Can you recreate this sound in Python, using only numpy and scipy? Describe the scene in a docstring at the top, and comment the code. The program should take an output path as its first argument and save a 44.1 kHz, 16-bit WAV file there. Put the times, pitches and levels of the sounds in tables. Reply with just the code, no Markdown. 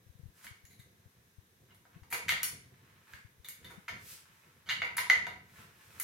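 """Soft low bumps over a faint hiss and murmur open the scene; then hands slide along a rifle being stripped
on the tiled floor of a bare room. They work the recoil spring: steel parts catch, grind and snap home.
Each contact is a blow plus grinding noise, ringing the modes of the receiver and of the struck part.
Strokes are grainy scrape and smooth skin noise; a bright room answers steel and hands with echoes."""
import sys
import numpy as np
from scipy import signal
from scipy.fft import rfft, irfft, next_fast_len
from scipy.io import wavfile

SR = 44100
rng = np.random.default_rng(int(sys.argv[2]) if len(sys.argv) > 2 else 0)


def unload_wav(signal):
    """Save mono or channel-first audio to the path in sys.argv[1] as 16-bit WAV at rate SR, clipped to [-1, 1]."""
    wavfile.write(
        sys.argv[1],
        SR,
        np.round(np.clip(np.atleast_2d(signal).T, -1, 1) * 32767).astype(np.int16),
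    )


N = 265923
TIME = np.arange(N) / SR   # seconds

# Colour of the steady hiss. Each row: frequency in Hz, relative density in dB per Hz.
HISS_COLOUR = [(150, -42.5), (250, -16), (393, -8.5), (686, -18), (971, -11.5), (1420, -14.5), (1640, -8),
               (2050, -12.5), (3060, -17.5), (3840, -14), (4490, -21.5), (6470, -17), (7190, -24.5),
               (12800, -16.5), (16000, -24)]
HISS_DB = -70.5
# Colour of the low murmur. Each row: frequency in Hz, relative density in dB per Hz.
RUMBLE_COLOUR = [(24, -57), (40, -22), (48, -11), (72, -2), (91, 4), (118, 2.5), (194, -1.5), (285, -10.5),
                 (525, -10), (585, -27), (700, -12.5), (910, -63.5), (1540, -120)]
# The gun shifts on the floor. Each row: start in seconds, length in seconds, murmur level in dB before flutter.
FLOOR_SHIFTS = [(0.54, 0.33, -74.5), (1.584, 0.31, -72.5), (1.94, 0.013, -62.5), (2.113, 0.5, -59),
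                (2.756, 0.3, -69.5), (3.604, 0.094, -60.5), (3.885, .1, -57), (4.677, 0.68, -59),
                (5.574, 0.033, -58.5), (5.838, 0.22, -64.5)]
SHIFT_ATTACK_S, SHIFT_RELEASE_S, STILL_DB = 0.015, 0.12, -70
RUMBLE_FLUTTER_DB, RUMBLE_FLUTTER_PER_S = 3.5, 30
# Soft low bumps. Each row: time in seconds, level in dB before the left-right balance, pitch in Hz.
LOW_BUMPS = [(0.065, -57.5, 106), (0.097, -51, 80.6), (0.153, -55, 115), (0.195, -50.5, 133),
             (.234, -46, 85), (0.257, -44.5, 102), (0.286, -54, 72), (0.511, -50.5, 102),
             (0.64, -55.5, 87.4), (0.795, -52.5, 109), (1.059, -54.5, 103), (1.384, -49.5, 93.5),
             (1.962, -51, 154), (2.021, -52, 81), (3.141, -53.5, 91.5), (3.249, -50, 102), (3.399, -55, 70),
             (3.779, -50, 190)]
# Strokes of the hands along the gun. Each row: fastest moment in seconds, half length in seconds,
# scrape on steel in dB, skin on the stock in dB (both before the trims in sliding).
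HAND_STROKES = [(0.385, 0.027, -67.5, -66), (0.443, 0.015, -53, -57.5), (1.103, 0.17, -79, -96),
                (1.713, 0.023, -66.5, -87), (1.94, 0.02, -64, -96), (2.92, 0.24, -69.5, -83),
                (3.13, 0.047, -61.5, -68), (3.70, 0.12, -65, -72), (4.107, 0.055, -64.5, -53),
                (4.365, 0.3, -67.5, -76.5), (5.593, 0.07, -59, -65.5), (5.843, 0.1, -64.5, -69.5),
                (6.011, 0.087, -59, -63)]
STROKE_RISE, STROKE_FALL = 0.82, 0.56   # shares of the half length
STROKE_ROUNDNESS = 1.32   # 1 = pointed, 2 = bell
RESTING_SCRAPE_DB, RESTING_SKIN_DB = -95, -82   # the hands never lie quite still; before the trims
# Colour of steel scraping. Each row: frequency in Hz, relative density in dB per Hz.
SCRAPE_COLOUR = [(300, -14), (700, -10), (1000, 0), (1600, 2), (2300, -1.5), (3500, -9.5), (5000, -18.5),
                 (8000, -24), (12000, -30), (16000, -19)]
# Colour of skin on the stock. 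Each row: frequency in Hz, relative density in dB per Hz.
SKIN_COLOUR = [(2000, 2), (4000, 1.5), (7000, 3), (11000, 4.5), (14000, 3), (16000, -0.5)]
# Steel contacts. Each row: start in seconds, strength in dB, weight on the low modes in dB,
# edge on the high modes in dB, grinding time in ms, the struck part's own pitch in Hz,
# the part's level in dB over the strength.
STEEL_CONTACTS = [ (0.4427, -55, -10, 6.5, 4.5, 2940, -1), (0.4672, -44, -21, -17, 0.4, 1600, -17),
                  (0.6513, -59.5, -34, 2, 1.9, 6660, 3.5), (0.695, -60, -33, 3, 19, 3900, -1.5),
                  (0.790, -61, -14, 3.5, 7, 3750, 2.5), (1.706, -64, 1, -24, 3.3, 2910, 4),
                  (1.746, -68, -7, 5, 1.1, 3500, -6), (1.8522, -63.5, 7, -14, 2, 1590, -1),
                  (2.033, -60, -6, -8, 2.2, 905, -1), (2.101, -55, -12, 8, 8.5, 10800, 9),
                  (2.111, -47, -8, -4, 3.4, 12000, 4), (2.1255, -33, -0.5, 1.5, 2.16, 2250, 0),
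                  (2.141, -34, -18, -7.5, 4.4, 467, -9), (2.2818, -27.5, -48, -16, 2.9, 6100, -20),
                  (2.2915, -21, -23.5, -16, 0.58, 1840, -14), (2.303, -41, -15, 4, 2.5, 3370, 10),
                  (2.3205, -35, -3.5, -10, 1.1, 1890, 9.5), (2.3615, -46, -30, -22, 2.7, 2040, -5),
                  (2.4305, -32, -16.5, 7, 1.9, 5560, -4.5), (3.135, -46, -19, -17.5, 0.65, 1630, 3),
                  (3.4442, -50, -16, -0.5, 4.9, 3600, 3.5), (3.486, -46, -25, 8.5, 1.15, 11630, 7),
                  (3.6439, -48.5, -14, -7, 4.2, 3560, 1), (3.700, -52, 7, -4.5, 8.8, 730, -6),
                  (3.8803, -34, -9, -17, 3.6, 1390, -8), (4.657, -47, -4.5, -12, 26, 3020, -4),
                  (4.6875, -27, -29, -24.5, 7.3, 3800, -7.5), (4.697, -27.5, -20, -17.5, 7.1, 2870, 1),
                  (4.818, -29.5, -5, -29, 2.1, 2206, 4.5), (4.844, -49, -18.5, -6.5, 5.4, 800, -7),
                  (4.9675, -38, -7, 6.5, 2.8, 10340, 5), (4.981, -26, -18, -15.5, 1.86, 973, -9),
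                  (5.0989, -22, -10, -16, 0.8, 2026, 10.5), (5.2675, -38, 1, -16.5, .9, 759, -5.5),
                  (5.9979, -39.5, -18.5, 11.5, 3.3, 1410, -8)]
# Modes of receiver and spring. Each row: pitch in Hz, level in dB, t60 in seconds.
RIFLE_MODES = [ (406, -15.5, 0.008), (502, -14, 0.029), (704, -6, 0.0085), (968.5, -4, 0.06),
               (1280, -2, 0.014), (1517, -3, 0.036), (1856, -1.5, 0.0054), (2150, -1, 0.0045),
               (2201, -1.5, 0.049), (1850, -24.5, .33), (1990, -12, 0.064), (2214, -16, 0.52),
               (2838, -8.5, 0.055), (3104, -11, 0.019), (3410, -12.5, 0.0074), (3554, -8.5, 0.01),
               (4360, -7, 0.0026), (5400, -12, 0.00087), (5500, -14, 0.019), (6266, -6.5, 0.0036),
               (6770, -7.5, 0.00064), (9500, -7, 0.0014), (11390, -5, 0.0035), (12200, -7, 0.0078),
               (15000, -6, 0.00049)]
WEIGHT_FROM_HZ, WEIGHT_FULL_HZ, EDGE_FULL_HZ = 2030, 614, 9530
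MAIN_RING_HZ, MAIN_RING_DB, MAIN_RING_OCTAVES = 2060, 4, 0.27
OFF_RING_DB = -3   # for modes that neither weight nor edge favours
# A heavy part stays in touch longer, so its edge tells from a lower pitch on.
# Each row: weight in dB, pitch in Hz where the edge begins. The second row holds above its weight,
# the first row's pitch holds otherwise.
EDGE_START = [(5.5, 3600), (1, 1260)]
# A clean snap reaches the microphone more directly than a grinding catch.
# Each row: grinding time in ms, direct sound in dB.
DIRECT_SHARE = [(1.0, 0.36), (1.9, -1)]
# Decay of the room. Each row: frequency in Hz, t60 in seconds.
ROOM_DECAY = [(200, 0.29), (900, 0.44), (2000, 0.45), (5000, 0.41), (11000, 0.34), (16000, 0.12)]
# Colour of the echoes. Each row: frequency in Hz, relative level in dB.
ROOM_COLOUR = [(200, 1), (900, -0.65), (2000, -1.5), (5000, 1), (11000, -1.4), (16000, -0.74)]
# Left-right likeness of diffuse sound. 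Each row: frequency in Hz, correlation from -1 to 1.
STEREO_LIKENESS = [(60, 0.95), (200, 0.92), (600, 0.53), (1500, -0.37), (3000, 0.092), (12000, -0.18)]
CUTOFF_HZ = 16100


def from_db(db):
    """Decibels to gain."""
    return 10 ** (np.asarray(db) / 20)


def rms_one(x):
    """Scale to unit rms."""
    return x / np.sqrt(np.mean(x ** 2) + 1e-20)


def at_hz(points, hz):
    """Read a table along log frequency."""
    f, value = np.transpose(points)
    return np.interp(np.log(hz + 1), np.log(f), value)


def add(track, s, sound):
    """Mix a sound in at time s."""
    start = max(int(s * SR), 0)
    part = sound[..., :max(N - start, 0)]
    track[..., start:start + part.shape[-1]] += part


def diffuse(size):
    """Spectrum of white noise reaching two ports from all sides: much alike in the bass only."""
    hz = np.fft.rfftfreq(size, 1 / SR)
    alike = np.clip(at_hz(STEREO_LIKENESS, hz), -1, 1)
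    mid, side = rfft(rng.standard_normal((2, size)))
    shared = np.sqrt(1 + alike) * mid
    opposed = np.sqrt(1 - alike) * side * [[1], [-1]]
    return hz, (shared + opposed) / np.sqrt(2)


def noise(colour):
    """Diffuse stereo noise with a given colour, rolled off beyond its table; rms 1."""
    size = next_fast_len(N, True)
    hz, white = diffuse(size)
    low, high = colour[0][0], colour[-1][0]
    skirts = np.minimum(hz / low, 1) ** 2 / np.maximum(hz / high, 1) ** 4
    return rms_one(irfft(white * from_db(at_hz(colour, hz)) * skirts, size)[:, :N])


def hiss():
    """Faint, steady diffuse noise."""
    return from_db(HISS_DB) * noise(HISS_COLOUR)


def rumble():
    """The room's low murmur flutters throughout, swells while the gun shifts on the floor, then dies away."""
    power = from_db(STILL_DB) ** 2
    for s, length_s, db in FLOOR_SHIFTS:
        attack = np.clip((TIME - s) / SHIFT_ATTACK_S, 0, 1)
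        release = np.exp(-np.maximum(TIME - s - length_s, 0) / SHIFT_RELEASE_S)
        power = power + (from_db(db) * attack * release) ** 2
    chance = rng.standard_normal(SR)
    flutter = np.interp(TIME * RUMBLE_FLUTTER_PER_S, np.arange(SR), chance)
    return np.sqrt(power) * from_db(RUMBLE_FLUTTER_DB * flutter) * noise(RUMBLE_COLOUR)


def bumps(swell_s=0.0034, right_db=-13.5, left_db=8.0):
    """Dull thumps: brief low tones that swell and die, stronger on the left."""
    out, t = np.zeros(N), TIME[:SR // 10]
    shape = (t / swell_s) ** 2 * np.exp(-t / swell_s)
    shape = shape / shape.max()
    for s, level_db, hz in LOW_BUMPS:
        tone = np.sin(2 * np.pi * hz * t + rng.uniform(0, 2 * np.pi))
        add(out, s - swell_s, from_db(level_db) * shape * tone)
    return out * from_db([[left_db], [right_db]])


def stroke_gains():
    """Each stroke speeds up and slows down again, driving both scrape and skin."""
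    power = from_db([[RESTING_SCRAPE_DB], [RESTING_SKIN_DB]]) ** 2
    for s, half_s, scrape_db, skin_db in HAND_STROKES:
        side_s = half_s * np.where(TIME < s, STROKE_RISE, STROKE_FALL)
        speed = np.exp(-(np.abs(TIME - s) / side_s) ** STROKE_ROUNDNESS)
        power = power + from_db([[scrape_db], [skin_db]]) ** 2 * speed
    return np.sqrt(power)


def sliding(grains_per_s=500, grain_db=-2.0, scrape_db=-2.5, skin_db=-1.0):
    """Steel scrapes in tiny random catches; skin brushes the stock smoothly."""
    scrape_gain, skin_gain = stroke_gains()
    caught = rng.random(N) < grains_per_s / SR
    grain_gain = from_db(grain_db * np.minimum(rng.exponential(1, N), 4))
    catches = caught * rng.standard_normal(N) * grain_gain
    colour = from_db(at_hz(SCRAPE_COLOUR, np.fft.rfftfreq(N, 1 / SR)))
    scrape = from_db(scrape_db) * scrape_gain * rms_one(irfft(rfft(catches) * colour, N))
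    skin = from_db(skin_db) * skin_gain * noise(SKIN_COLOUR)[0]
    return scrape + skin


def ring(force, hz, t60):
    """One damped mode, of unit energy for a unit click."""
    r, w = from_db(-60 / (t60 * SR)), 2 * np.pi * hz / SR
    mode = signal.lfilter([1, 0, -1], [1, -2 * r * np.cos(w), r * r], force)
    return mode * np.sqrt((1 - r * r) / 2)


def spot_db(hz, strength_db, weight_db, edge_db):
    """How hard a contact drives a mode: a heavy part favours the low modes, a sharp edge the high ones."""
    (_, light_hz), (heavy_above_db, heavy_hz) = EDGE_START
    edge_from_hz = heavy_hz if weight_db > heavy_above_db else light_hz
    low = np.clip(np.log(WEIGHT_FROM_HZ / hz) / np.log(WEIGHT_FROM_HZ / WEIGHT_FULL_HZ), 0, 1)
    high = np.clip(np.log(hz / edge_from_hz) / np.log(EDGE_FULL_HZ / edge_from_hz), 0, 1)
    main = np.exp(-(np.log2(hz / MAIN_RING_HZ) / MAIN_RING_OCTAVES) ** 2)
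    favoured_db = weight_db * low + edge_db * high
    return strength_db + favoured_db + MAIN_RING_DB * main + OFF_RING_DB * (1 - low - high)


def contact(touch_db, grind_ms, part_hz, part_db, grit=0.41, grip_share=0.95, glancing_ms=1.9,
            blow=6.2, blow_s=.00006, part_cycles=48, swell_cycles=7.4, spread_db=2.5):
    """A blow, then the faces grind briefly; the receiver rings as the spot allows, the part at its own pitch."""
    t = TIME[:SR // 2]
    t_ms = t * 1000
    pulse = t * np.exp(-t / blow_s)
    rough = rng.standard_normal(len(t)) * rng.exponential(1, len(t))
    grinding = rough * np.exp(-t_ms / max(grind_ms, .1))
    # the longer a contact slides, the more glancing its blow and the slower its grip builds
    grip = 1 - np.exp(-t_ms / max(grip_share * grind_ms, .01))
    glancing_blow = blow / (1 + (grind_ms / glancing_ms) ** 2)
    force = glancing_blow * pulse / pulse.sum() + grit * grip * grinding

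    modes = []
    for hz, db, t60 in RIFLE_MODES:
        level_db = db + spot_db(hz, *touch_db) + spread_db * rng.normal()
        modes.append((hz, level_db, t60))
    modes.append((part_hz, touch_db[0] + part_db, part_cycles / part_hz))

    out = np.zeros(len(t))
    for k, (hz, level_db, t60) in enumerate(modes):
        # the blow needs a few cycles to spread through the steel, so each mode swells before it dies
        heard = int((t60 + .05) * SR)
        swell = ring(force[:heard], hz, swell_cycles / hz)
        mode = ring(swell, hz, t60)
        add(out, 0, (-1) ** k * from_db(level_db) * mode / np.linalg.norm(mode))
    return out * np.sqrt(.002 * SR)   # a mode's level is its energy spread over 2 ms


def steel_parts(count=7, channels=3):
    """Each contact radiates a different mix in every direction, one to the microphone and several to the walls."""
    radiated, direct = np.zeros((count, N)), np.zeros(N)
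    for k, (s, *touch_db, grind_ms, part_hz, part_db) in enumerate(STEEL_CONTACTS):
        for way in range(channels):
            sound = contact(touch_db, grind_ms, part_hz, part_db)
            add(radiated[(k * channels + way) % count], s, sound / np.sqrt(channels))
        # the last direction also faces the microphone
        direct_db = np.interp(grind_ms, *np.transpose(DIRECT_SHARE))
        add(direct, s, sound * from_db(direct_db))
    return radiated, direct


def two_ports(x, shade_hz=900, lag_s=.00003):
    """The slim gun sends little bass straight ahead; its sound reaches the right port a little sooner."""
    x = signal.sosfilt(signal.butter(1, shade_hz, "high", fs=SR, output="sos"), x)
    return np.array([np.roll(x, round(lag_s * SR)), x])


def room(x, first_echo_s=0.0014, build_s=0.00081, sparse_s=0.0029):
    """Uneven early echoes from floor and walls smooth into a tail, each band dying at its own rate."""
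    t = TIME[:SR]
    hz, white = diffuse(SR)
    uneven = np.repeat(rng.normal(-.5, .7, SR), 32)[:SR]   # steps of 32 samples
    lumps = np.exp(np.exp(-t / sparse_s) * uneven)
    onset = (1 - np.exp(-np.maximum(t - first_echo_s, 0) / build_s)) * lumps
    edges, response = np.geomspace(100, SR / 2, 17), 0
    for low, high in zip(edges, edges[1:]):
        centre = np.sqrt(low * high)
        decay = onset * from_db(-60 * t / at_hz(ROOM_DECAY, centre))
        band = irfft(white * ((hz >= low) & (hz < high)), SR)
        level = from_db(at_hz(ROOM_COLOUR, centre))
        response = response + level * band * decay / np.linalg.norm(decay)
    return signal.fftconvolve(x[None], response, axes=1)[:, :N]


def scene(direct_db=0.0, room_db=3.5, rub_room_db=5.0):
    """Gun and hands in the room, over murmur and hiss; every direction has its own pattern of echoes."""
    radiated, direct = steel_parts()
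    rub = sliding()
    near = from_db(direct_db) * two_ports(direct + rub)
    steel_echoes = from_db(room_db) * sum(room(beam) for beam in radiated)
    rub_echoes = from_db(rub_room_db) * room(rub)
    return near + steel_echoes + rub_echoes + bumps() + rumble() + hiss()


def record(dry):
    """The top is cut steeply."""
    return signal.sosfilt(signal.ellip(10, .2, 70, CUTOFF_HZ, fs=SR, output="sos"), dry)


dry = scene()
out = record(dry)
unload_wav(out)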